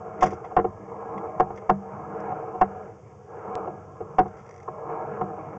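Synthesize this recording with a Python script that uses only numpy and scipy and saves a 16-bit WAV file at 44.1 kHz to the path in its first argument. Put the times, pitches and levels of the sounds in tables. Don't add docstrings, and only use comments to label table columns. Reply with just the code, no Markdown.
import sys
import numpy as np
from scipy import signal
from scipy.fft import rfft, irfft
from scipy.io import wavfile
from scipy.ndimage import uniform_filter1d, minimum_filter1d

SR = 44100
rng = np.random.default_rng(int(sys.argv[2]) if len(sys.argv) > 2 else 0)


def gain_from_db(level_db):
    decades = np.asarray(level_db, float) / 20
    return 10 ** decades


def wrap_up_sound(samples):
    columns = np.atleast_2d(samples).T
    tamed = np.clip(columns, -1, 1)
    steps = np.round(tamed * 32767).astype(np.int16)
    wavfile.write(sys.argv[1], SR, steps)


N = 246068
SHELL_HZ, DEEP_HZ, UPPER_HZ, HIGH_HZ = 260, 500, 900, 1400
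SHEATH_CUT_HZ = 2090
NOTCH_HZ, NOTCH_WIDTH_HZ = 3920, 2000


def rms_one(x):
    return x / np.sqrt(np.mean(x ** 2) + 1e-20)


def drift(rate_hz):
    r = np.exp(-2 * np.pi * rate_hz / SR)
    noise = rng.standard_normal(N + SR)
    return rms_one(signal.lfilter([1], [1, -2 * r, r * r], noise)[SR:])


def resonate(x, hz, width_hz):
    r = np.exp(-np.pi * width_hz / SR)
    zeros = np.array([1, 0, -1]) * (1 - r * r) / 2
    poles = [1, -2 * r * np.cos(2 * np.pi * hz / SR), r * r]
    return signal.lfilter(zeros, poles, x + 1e-18)


def grit(per_s, spread_db):
    sizes = gain_from_db(spread_db * np.minimum(rng.exponential(1, N), 4)) * rng.choice([-1, 1], N)
    return rms_one(sizes * (rng.random(N) < per_s / SR))


def blunt(catches):
    return signal.sosfilt(signal.butter(4, SHEATH_CUT_HZ, fs=SR, output="sos"), catches)


def after(events, t60_s):
    jumps = np.zeros(N)
    jumps[[round(s * SR) for s, db in events]] = gain_from_db(np.array(events)[:, 1])
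    return signal.lfilter([1], [1, -gain_from_db(-60 / (t60_s * SR))], jumps)


# (time [s], level [dB])
DRAG = [(0.0, -38), (0.8, -42.5), (1.15, -33.5), (1.78, -45), (1.94, -37), (2.301, -33), (2.59, -38.5),
        (2.86, -41.5), (2.97, -52), (3.26, -53), (3.32, -41.5), (3.6, -30), (3.79, -40.5), (3.86, -48.5),
        (4.12, -43.5), (4.64, -46.5), (4.88, -32), (5.58, -38.5)]


def drag_db():
    return np.interp(np.arange(N) / SR, *np.transpose(DRAG)) + 38


# (frequency [Hz], width [Hz], scraped level [dB], knocked level [dB])
BODY_MODES = [(147.9, 16, -12, -18.5), (196.9, 8.1, -6.5, -11), (316.8, 21, -7, -20), (361.2, 15, -10, -10),
              (453.7, 28.4, 2, -10.5), (563, 63, -15.5, -13.5), (637.4, 13.4, -1, -13),
              (740.7, 20.1, 0.5, 2), (796, 37.5, -6.5, -6), (932.2, 33, -10.5, -12.5),
              (1065.4, 85, -8.5, -9.5), (1239, 50, -14.5, -17.5), (1343, 86, -15, -20.5),
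              (1650.6, 25, -23, -37.5), (1750, 140, -40.5, -41), (2204, 220, -32, -38),
              (2716, 63, -60, -42.5), (2910, 56, -42, -48), (3130, 270, -47, -56.5)]


def scrape():
    drag = drag_db()
    shell_db = -48 + 0.68 * drag
    middle_db = -37.926 + drag
    rasp_db = -61.5 + 0.86 * drag
    judder = drift(25)
    catches = [blunt(grit(per_s=2500, spread_db=2.0)) for side in range(2)]
    groups = np.zeros((3, N))
    for k, (hz, width, level_db, _) in enumerate(BODY_MODES):
        flicker_db = 2.65 * (1.5 if hz < SHELL_HZ else 1) * drift(3.6)
        drive = catches[k % 2] * gain_from_db(level_db + 0.65 * judder + flicker_db)
        group = int(hz > SHELL_HZ) + int(hz > HIGH_HZ)
        groups[group] += resonate(drive, hz, width) * (-1) ** (k // 2)
    return sum(gain_from_db(db) * rms_one(g) for db, g in zip((shell_db, middle_db, rasp_db), groups))


# (time [s], peak level [dB], contact [ms], deep modes [dB])
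BLOWS = [(0.077, -36, 28, 7), (0.21, -26.5, 14, -5), (0.261, -7, 3.2, 5), (0.318, -27.5, 22, 15),
         (0.444, -26, 13, -10), (0.507, -29, 26, -9), (0.568, 1, 8.7, 0.5), (0.578, -18, 6.6, 12),
         (0.59, -9, 9.3, 11), (1.241, -30.5, 14, -14), (1.506, -22.5, 9.9, 8), (1.617, -33.5, 18, 3),
         (2.303, -27, 41, -15), (2.537, -28.5, 35, 8.5), (2.643, -30, 6.4, 6), (3.673, -22.5, 17.4, 8.5),
         (3.905, -42, 10, 14), (4.203, -14.5, 10.7, 14), (4.258, -25, 11.2, 13), (4.89, -26, 15, 9),
         (5.169, -36, 15, -16)]
# (time [s], peak level [dB], deep modes [dB], upper modes [dB], shell [dB])
JOINT_BLOWS = [
    (0.225, -1, 2.5, 3.4, -2),
    (0.645, -17, 14, -3.5, -1.5),
    (1.4, -3.5, 2, -0.9, 2),
    (1.696, -3.5, 2.3, 4, 4.5),
    (2.614, -1.5, -1, -1, -1.4),
    (4.006, -24, 14, -10, 3),
    (4.186, -1.5, -0.5, -0.5, 0.5),
    (4.679, -25.5, 13, 10, 6),
    (5.212, -16, 4.5, 4.5, 8),
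]


def all_knocks():
    blows = [(*row, 0, 0) for row in BLOWS]
    joints = [(s, db, 13.94, *colour) for s, db, *colour in JOINT_BLOWS]
    return sorted(blows + joints)


def rumble():
    jolts = after([(row[0], row[1] - 34.5) for row in all_knocks()], t60_s=0.59)
    level = gain_from_db(-59 + 0.6 * drag_db()) + jolts
    band = signal.butter(2, [55, 125], "band", fs=SR, output="sos")
    return gain_from_db(-7.0) * level * rms_one(signal.sosfilt(band, rng.standard_normal(N)))


# (frequency [Hz], level [dB per Hz])
HISS_SPECTRUM = [(30, -35), (60, -19), (95, 4.5), (140, -1), (260, -24.5), (460, -0.5), (780, -34.5),
                 (1200, -29.5), (2900, -37.5), (3900, -40), (5000, -38), (6500, -34), (8000, -45),
                 (8800, -49.5)]


def hiss():
    hz, db = np.transpose(HISS_SPECTRUM)
    bins_hz = np.maximum(np.arange(N // 2 + 1) * SR / N, 1)
    shape = gain_from_db(np.interp(np.log(bins_hz), np.log(hz), db))
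    return gain_from_db(-49) * rms_one(irfft(rfft(rng.standard_normal(N)) * shape, N))


def knocks():
    blows = all_knocks()
    chatter = rng.standard_normal((len(blows), 100))
    out = np.zeros(N)
    t = np.arange(4000) / SR
    for k, (hz, width, _, level_db) in enumerate(BODY_MODES):
        force = np.zeros(N + 4000)
        push = 1.9 if hz < SHELL_HZ else 1
        for (s, db, contact_ms, deep_db, upper_db, shell_db), noise in zip(blows, chatter):
            phase = np.minimum(t / (push * contact_ms / 1000), 1)
            wobble = 1 + 0.21 * np.interp(t * 400, np.arange(50), noise[50:])
            shape = np.sin(np.pi * phase ** 0.99) * wobble
            colour_db = 1.2 * noise[k + 25]
            colour_db += min(deep_db, 14) * (SHELL_HZ < hz < DEEP_HZ)
            colour_db += upper_db * (UPPER_HZ < hz < SHEATH_CUT_HZ)
            colour_db += shell_db * (hz < SHELL_HZ)
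            colour_db += (8.5 + 0.2 * db) * (hz > HIGH_HZ)
            swing = np.sin(2 * np.pi * hz * t + 2.4 * k ** 2 + 0.7 * noise[k])
            at = round((s - 0.0045) * SR)
            force[at:at + 4000] += gain_from_db(db + colour_db) * shape * swing
        damping = 0.7 if hz < SHELL_HZ else 1.6
        out += gain_from_db(level_db - 2.5) * resonate(force[:N], hz, width * damping)
    return out


def shudder():
    fade = after([(row[0] + 0.0023, row[1] + 6) for row in all_knocks()], t60_s=0.095)
    drive = blunt(fade * grit(per_s=4200, spread_db=-2.0))
    return gain_from_db(-1.5) * sum(gain_from_db(db) * resonate(drive, hz, width) * (-1) ** k
                           for k, (hz, width, db, _) in enumerate(BODY_MODES))


# (time [s], peak level [dB], fade t60 [ms], top band [dB])
DRY_TICKS = [(0.2074, -35.5, 160, -6), (0.227, -19.5, 62, -6), (0.26, -39.5, 94, 0.5),
             (0.304, -47.5, 130, -1), (0.332, -59.5, 61, 8.5), (0.4437, -51, 115, -8),
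             (1.1772, -45, 63, -10.5), (1.559, -59, 58, 5), (1.574, -44, 58, -9), (2.202, -59, 33, 6),
             (4.2794, -56.5, 23, 1), (4.369, -61, 66, 1), (4.383, -58.5, 310, -4), (5.2126, -52, 47, -15)]
# (time [s], peak level [dB])
CREAK_RUN = [
    (4.461, -59),
    (4.4774, -62.5),
    (4.4907, -57),
    (4.508, -56.5),
    (4.5244, -62),
    (4.54, -59),
    (4.56, -57),
    (4.578, -58),
    (4.6, -57.5),
    (4.6275, -57),
]
# (frequency [Hz], width [Hz], level [dB])
TICKER_MODES = [(1300, 160, -12.5), (2370, 740, -4), (2700, 1100, -5.5), (3300, 360, -6), (5000, 770, -10),
                (6400, 1100, -10), (7500, 560, -24), (7960, 700, -32.5)]
# (frequency [Hz], width [Hz], level [dB])
TICKER_RINGS = [(1790, 120, 0), (2130, 90, 4), (5730, 300, -13), (5960, 90, -7)]


def ticks():
    t = np.arange(N) / SR
    rows = [(*row, min(-0.5, -40 - row[1])) for row in DRY_TICKS]
    rows += [(*row, 41, 2.5, 5.5) for row in CREAK_RUN]
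    fades = np.zeros((2, 2, N))
    for s, db, t60_ms, top_db, ring_db in rows:
        a, b = round(s * SR), round((s + 0.3) * SR)
        since = t[a:b] - s
        bite = np.minimum(1, since / 0.0015 + 0.31).clip(0)
        fade = gain_from_db(db - 60 * since / (t60_ms / 1000)) * bite
        fades[:, :, a:b] += fade * gain_from_db(np.add.outer([0, top_db], [0, ring_db]))[:, :, None]
    fine = grit(per_s=6900, spread_db=1.0)
    out = np.zeros(N)
    for rings, modes in enumerate((TICKER_MODES, TICKER_RINGS)):
        for k, (hz, width, db) in enumerate(modes):
            drive = fine * fades[int(hz > NOTCH_HZ), rings]
            out += gain_from_db(db) * resonate(drive, hz, width) * (-1) ** k
    return gain_from_db(14.5) * out


# (time [s], peak level [dB])
STREAM_JUMP = [
    (3.554, -24),
]


def slip():
    (s, db), = STREAM_JUMP
    step = np.zeros(N)
    step[round(s * SR)] = gain_from_db(db + 3.5)
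    return signal.lfilter([1], [1, -0.93], step)


def scene():
    return (scrape() + rumble() + hiss() + knocks() + shudder() + ticks())[None, :]


def top_cut(x):
    return signal.sosfilt(signal.butter(12, 8890, fs=SR, output="sos"), x)


def record(dry):
    limit, squeeze, bend, ceiling, knee = 0.455, 0.92, 1.1, 0.53, 40
    peak = uniform_filter1d(-minimum_filter1d(-np.abs(dry), size=110), size=100)
    held = dry * np.minimum(1, limit / (peak + 1e-9)) ** squeeze
    bent = np.expm1(bend * held) / bend
    loud = bent / (1 + (np.maximum(bent, 0) / ceiling) ** knee) ** (1 / knee)
    heard = loud - resonate(loud, NOTCH_HZ, NOTCH_WIDTH_HZ)
    heard = heard + slip()
    heard = signal.sosfilt(signal.cheby2(16, 80, 9350, fs=SR, output="sos"), heard)
    heard = heard * np.minimum(1, np.arange(N)[::-1] / 300)
    return top_cut(heard)


dry = scene()
out = record(dry)
wrap_up_sound(out)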